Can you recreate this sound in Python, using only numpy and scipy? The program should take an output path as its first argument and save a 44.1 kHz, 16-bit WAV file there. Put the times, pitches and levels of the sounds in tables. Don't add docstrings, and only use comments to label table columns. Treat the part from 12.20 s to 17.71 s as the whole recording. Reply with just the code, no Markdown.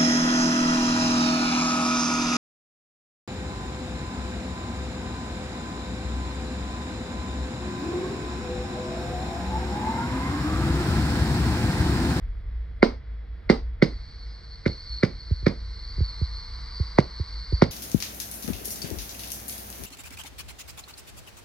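import sys
import numpy as np
from scipy import signal
from scipy.fft import rfft, irfft, next_fast_len
from scipy.io import wavfile
from scipy.ndimage import uniform_filter1d

SR = 44100
rng = np.random.default_rng(int(sys.argv[2]) if len(sys.argv) > 2 else 0)


def unload_wav(signal):
    wavfile.write(
        sys.argv[1],
        SR,
        np.round(np.clip(np.atleast_2d(signal).T, -1, 1) * 32767).astype(np.int16),
    )


N = 242991
T = np.arange(N) / SR
SHOT_T = T[:16384]


def undb(db):
    return 10 ** (np.asarray(db) / 20)


def unit(x):
    return x / np.sqrt(np.mean(x ** 2))


def burst(x, db):
    energy = np.sum(np.atleast_2d(x) ** 2, axis=1).mean()
    return x * undb(db) / np.sqrt(energy / (.03 * SR))


def curve(table):
    return np.interp(T, *np.transpose(table))


def colour(x, points, share=1):
    size = next_fast_len(x.shape[-1] + 2048)
    hz, db = np.transpose(points)
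    bin_hz = np.arange(size // 2 + 1) * SR / size
    gain = undb(share * np.interp(np.log(bin_hz + 1), np.log(hz), db))
    return irfft(rfft(x, size) * gain, size)[..., :x.shape[-1]]


def lowpass(x, hz, order=2):
    return signal.sosfilt(signal.butter(order, hz, fs=SR, output="sos"), x)


def highpass(x, hz):
    return signal.sosfiltfilt(signal.butter(4, hz, "high", fs=SR, output="sos"), x)


def noise(size, side):
    mid, diff = rng.standard_normal((2, size))
    return unit(mid + side * diff * np.array([[1], [-1]]))


def walk(rate_hz):
    hold = int(SR / rate_hz)
    steps = np.repeat(rng.standard_normal(N // hold + 1), hold)
    return unit(uniform_filter1d(uniform_filter1d(steps, hold), hold)[:N])


def phase(hz):
    return 2 * np.pi * np.cumsum(hz) / SR


def fade(t, t60):
    return (t >= 0) * np.exp(-np.log(1000) * np.abs(t) / t60)


def ring(t, hz, t60):
    return np.sin(2 * np.pi * hz * t) * fade(t, t60)


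def add(out, x, start_s):
    i = int(round(start_s * SR))
    out[:, i:i + x.shape[-1]] += x[..., :N - i]


# (time [s], level [dB])
RUMBLE_LEVEL = [(0.1, -29.5), (0.95, -36), (1.35, -30.5), (2.3, -41.5), (2.8, -37), (3.8, -33),
                (4.9, -39.5), (5.25, -34)]
# (frequency [Hz], gain [dB])
RUMBLE_SPECTRUM = [(15, -29), (27, -22.5), (38, -3.5), (47, -13.5), (56, 5), (63, -4.5), (70, -24.5),
                   (85, -12), (105, -26), (140, -38.5), (250, -86.5)]
AIR_SPECTRUM = [(60, -4), (110, 2), (170, -4), (230, -11.5), (450, -16), (700, -15.5), (1100, -21),
                (2100, -17), (2650, -30.5), (4500, -29), (5500, -37.5), (6800, -63.5), (9000, -60.5),
                (15000, -74.5)]
# (frequency [Hz], level [dB])
HUM_TONES = [(457.6, -68.5), (3332, -77)]

def background(air_db=-52.5):
    rumble = unit(colour(noise(N, 0.038), RUMBLE_SPECTRUM))
    slow_rms = np.sqrt(uniform_filter1d(rumble[0] ** 2, size=SR // 3))
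    rumble = rumble / slow_rms * undb(curve(RUMBLE_LEVEL))
    air = unit(colour(noise(N, 0.33), AIR_SPECTRUM)) * undb(air_db + .5 * walk(14))
    hum = sum(undb(db) * unit(np.sin(phase(hz * (1 + 0.0025 * walk(25))))) for hz, db in HUM_TONES)
    return (rumble + air + hum) * np.clip(T / .01, 0, 1)


# (time [s], thud [dB], tap [dB])
HAND_BUMPS = [(2.4661, -29, -59.5), (3.1072, -18.5, -44), (3.2238, -32.5, -50.5), (3.7784, -26, -46.5),
              (3.8023, -19, -40), (4.0116, -20, -43.5), (4.5963, -20.5, -42.5), (4.9946, -23.5, -42),
              (5.321, -19.5, -34.5)]

def bumps(lead_s=.03):
    out, t = np.zeros((2, N)), SHOT_T - lead_s
    thud = highpass(lowpass(ring(t, hz=74, t60=0.044), 230), 52)
    tap = lowpass(ring(t, hz=340, t60=0.015), 560, order=4)
    for s, thud_db, tap_db in HAND_BUMPS:
        add(out, burst(thud, thud_db) + burst(tap, tap_db), s - lead_s)
    return out


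# (time [s], length [s], start [Hz], end [Hz], level [dB])
SEAL_SQUEALS = [(2.058, 0.11, 5040, 4840, -61), (3.63, 0.081, 4600, 4580, -56),
                (3.758, 0.096, 4605, 4540, -53)]

def squeals():
    out = np.zeros((2, N))
    for s, length_s, start_hz, end_hz, db in SEAL_SQUEALS:
        hz = np.linspace(start_hz, end_hz, int(length_s * SR))
        tone = np.hanning(len(hz)) ** .5 * np.sin(phase(hz))
        add(out, undb(db) * unit(tone), s)
    return out


def seepage(sealed_db=-120., sag_db=4.5, recover_s=0.11):
    db = np.full(N, sealed_db)
    for s, *_, leak_db in FIRINGS:
        after = T >= s
        db[after] = leak_db - sag_db * np.exp(-(T[after] - s) / recover_s)
    return db


WALL_ECHO_S = .0055

def swirl(x, motion, sway_s=0.00015, wall_db=-10):
    lag_s = WALL_ECHO_S + sway_s * (0.24 + motion) * walk(2.2)
    echo = np.array([np.interp(T - lag_s, T, channel) for channel in x])
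    return (x + undb(wall_db) * echo) / np.hypot(1, undb(wall_db))


def resonance(hz, width_hz):
    eddies = lowpass(noise(N, 0.12) + 1j * noise(N, .1), width_hz / 2)
    return unit(np.real(eddies * np.exp(1j * phase(hz))))


# (time [s], pitch [Hz])
WHISTLE_HZ = [(1.7, 4414), (3.55, 4370), (3.78, 4480), (3.97, 4345), (4.25, 4385), (4.75, 4600),
              (4.87, 4425), (5.15, 4395), (5.42, 4530)]

def whistle(near, wander_hz=22):
    hz = curve(WHISTLE_HZ) + wander_hz * walk(13)
    thin = resonance(hz, width_hz=215)
    breathy = resonance(hz, width_hz=320)
    return np.sqrt(1 - near) * thin + np.sqrt(near) * breathy


# (time [s], nearness re start [dB])
NEAR_DB = [(3.42, 0), (3.85, 5.5), (4.68, 7.5), (5.3, 6)]
# (frequency [Hz], gain [dB])
JET_SPECTRUM = [(2000, -26), (2900, -16.5), (3600, -12), (4100, 3.5), (4650, 1.5), (5200, -7),
                (5900, -11.5), (6700, -39.5), (7700, -22.5), (8400, -26), (10200, -65), (11200, -42.5),
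                (12600, -47.5), (15000, -73.5)]
RUSH_SPECTRUM = [(400, -17), (780, -3.5), (1000, 0), (1250, -1.5), (1500, 1.5), (1750, -3.5), (2100, 4.5),
                 (2350, -4.5), (2600, -25.5), (4000, -46.5)]
HOLLOW_SPECTRUM = [(600, -29), (880, 3), (1030, 4), (1200, 2), (1450, -19), (2000, -38)]

def leak(flutter_db=2.6, usual_leak_db=-46, hollow_db=-58):
    leak_db, near_db = seepage(), curve(NEAR_DB)
    near = np.clip(0.99 * near_db / near_db.max(), 0, 1)
    flow_db = leak_db + 0.4 * near_db
    rush_db = -59.5 + 0.41 * (leak_db - usual_leak_db) + 0.81 * near_db
    jet_db = (flow_db + rush_db) / 2 - 0.5
    tone = undb(flow_db - 1 + flutter_db * walk(22.04)) * whistle(near)
    jet = unit(colour(noise(N, 0.16), JET_SPECTRUM)) * undb(jet_db)
    rush = unit(colour(noise(N, 0.14), RUSH_SPECTRUM)) * undb(rush_db)
    hollow = unit(colour(noise(N, 0.3), HOLLOW_SPECTRUM)) * near * undb(hollow_db)
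    return swirl(tone + jet, near) + rush + hollow


def room(gap_s=0.012, low_t60_s=0.19, high_t60_s=0.26):
    t = SHOT_T - gap_s
    echoes = noise(len(t), 0.25)
    low = colour(echoes, [(70, 6.0), (170, -4.0), (600, -4), (1500, -21.5)]) * fade(t, low_t60_s)
    high = colour(echoes, [(500, -18), (1400, -11.5), (5000, 0.5)]) * fade(t, high_t60_s)
    return (low + high) / np.sqrt(np.sum(fade(t, low_t60_s) ** 2))


# (frequency [Hz], relative level [dB], t60 [s])
RECEIVER_MODES = [(175, -18, 0.12), (236, -0.5, 0.21), (267.5, -4, 0.23), (375, -10.5, 0.13),
                  (439.5, -5, 0.23), (470, -2, .17), (545, -8.5, 0.12), (1255, -14.5, 0.085),
                  (1434, -19.5, 0.082), (1920, -28, 0.11), (2120, -17, 0.075)]

def receiver(t):
    detune = 1 + 0.0077 * rng.standard_normal(len(RECEIVER_MODES))
    return sum(undb(db) * ring(t, hz * d, t60) for (hz, db, t60), d in zip(RECEIVER_MODES, detune))


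# (frequency [Hz], gain [dB])
CLACK_SPECTRUM = [(900, -34), (1400, 1.5), (1700, -4.5), (2100, 5), (2330, 0.5), (2600, -26), (3300, -22),
                  (4500, -14.5), (7000, -57)]

def clack(t, blow, tick_lead_s=.005):
    tick = colour(noise(len(t), 0.22) * fade(t + tick_lead_s, t60=.04), CLACK_SPECTRUM)
    slam = colour(blow, CLACK_SPECTRUM)
    chatter = colour(noise(len(t), 0.28) * fade(t, t60=0.066), CLACK_SPECTRUM)
    return burst(tick, -10) + burst(slam, -2.9) + burst(chatter, -4.5)


# (frequency [Hz], gain [dB])
PUFF_SPECTRUM = [(1500, -16), (2600, -8), (3300, -7), (4000, -2.5), (4500, 3.5), (5100, -2.5), (5500, -7),
                 (6100, -13.5), (6900, -29), (8400, -23.5), (10200, -46.5), (12000, -36.5), (15500, -54)]

def puff(t, db, shut_s=.017, shut_db=-45):
    snap = colour(noise(len(t), 0.1) * fade(t - shut_s, t60=0.021), PUFF_SPECTRUM)
    gas = colour(noise(len(t), 0.38) * fade(t, t60=0.074), PUFF_SPECTRUM)
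    return burst(gas, db) + burst(snap, shut_db)


# (frequency [Hz], gain [dB])
BREECH_SPECTRUM = [(90, -34.5), (200, -14), (450, 12), (800, 14.5), (1400, 6), (2100, -7.5), (2700, -19.5),
                   (4000, -33), (7000, -53.5)]

def drain(t, db):
    gas = noise(len(t), 0.75) * fade(t, t60=0.24)
    return burst(colour(gas, BREECH_SPECTRUM), db) + burst(colour(gas, PUFF_SPECTRUM), db - 5)


# (frequency [Hz], gain [dB])
PULSE_SPECTRUM = [(45, -9), (90, 4.5), (130, 3), (200, 0), (290, -0.5), (360, -2.5), (470, -3.5), (600, -8),
                  (800, -29.5), (1200, -86)]
CRACK_SPECTRUM = [(400, -16), (650, 9.5), (950, 8.5), (1250, -4.5), (1700, -19), (3500, -33), (6000, -30.5),
                  (9000, -63)]
# (time [s], pulse [dB], low cut [Hz], crack [dB], puff [dB], ring re pulse [dB], leak after shot [dB])
FIRINGS = [(0.628, -13.5, 195, -23.5, -45, -8, -120), (1.2978, -14, 155, -29, -33, -8, -120),
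           (1.6234, -13.5, 116, -38.5, -33, -16.5, -51), (2.4608, -20.5, 76.7, -57.5, -47.5, -16.5, -43),
           (2.8324, -17, 84.5, -43.5, -39, -15.5, -47.5), (3.2653, -16.5, 84, -44.5, -41.5, -15, -46.5),
           (4.7852, -14, 74.2, -20.5, -37, -23, -46.5), (5.4207, -13, 86.8, -23.5, -35.5, -17, -51)]

def shots(lead_s=.03, wall_db=-9):
    out, t = np.zeros((2, N)), SHOT_T - lead_s
    blow = signal.unit_impulse(len(t), round(lead_s * SR))
    crack = colour(blow, CRACK_SPECTRUM)
    pulse = colour(blow, PULSE_SPECTRUM)
    pulse = pulse + undb(wall_db) * np.interp(t - WALL_ECHO_S, t, pulse)
    for s, pulse_db, low_cut_hz, crack_db, puff_db, ring_db, _ in FIRINGS:
        near_db = np.interp(s, *np.transpose(NEAR_DB))
        clack_db = pulse_db - 10.5 - 0.48 * near_db
        room_db = -11 - 0.57 * near_db
        body_db = pulse_db + ring_db
        body = burst(highpass(receiver(t), low_cut_hz), body_db)
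        knock = burst(highpass(pulse, low_cut_hz), pulse_db)
        direct = knock + burst(crack, crack_db) + undb(clack_db) * clack(t, blow) + puff(t, puff_db)
        echoes = undb(room_db) * signal.fftconvolve(direct, room(), axes=1)[:, :len(t)]
        add(out, direct + body + echoes + drain(t, body_db - 7.5), s - lead_s)
    return out


def scene():
    return shots() + bumps() + leak() + squeals() + background()


# (frequency [Hz], left minus right [dB])
PORT_BALANCE_DB = [(55, 0), (110, -4.5), (200, -5.5), (450, -6.5), (750, -3), (1200, 8), (2100, -2.8),
                   (4500, -.5), (12000, 1)]
# (frequency [Hz], left port's lead [rad])
PORT_LEAD_RAD = [(0, 0.1), (55, .15), (110, 0.19), (260, 0.03), (520, 1.42), (860, 2), (1200, -0.86),
                 (2100, 0.97), (4400, 0.99), (8000, 0.87)]

def record(dry, delay_cycles=1.35, top_hz=15700):
    size = next_fast_len(N + SR)
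    hz = np.arange(size // 2 + 1) * SR / size
    smear_rad = -2 * np.pi * delay_cycles * np.log(np.hypot(hz, 35))
    lead_rad = np.interp(hz, *np.transpose(PORT_LEAD_RAD)) * np.array([[.5], [-.5]])
    left, right = irfft(rfft(dry, size) * np.exp(1j * (smear_rad + lead_rad)), size)[:, :N]
    ports = np.array([colour(left, PORT_BALANCE_DB, share=.5), colour(right, PORT_BALANCE_DB, share=-.5)])
    soft_clipped = ports / (1 + ports ** 8) ** (1 / 8)
    return signal.sosfilt(signal.ellip(8, .2, 70, top_hz, fs=SR, output="sos"), soft_clipped)


dry = scene()
out = record(dry)
unload_wav(out)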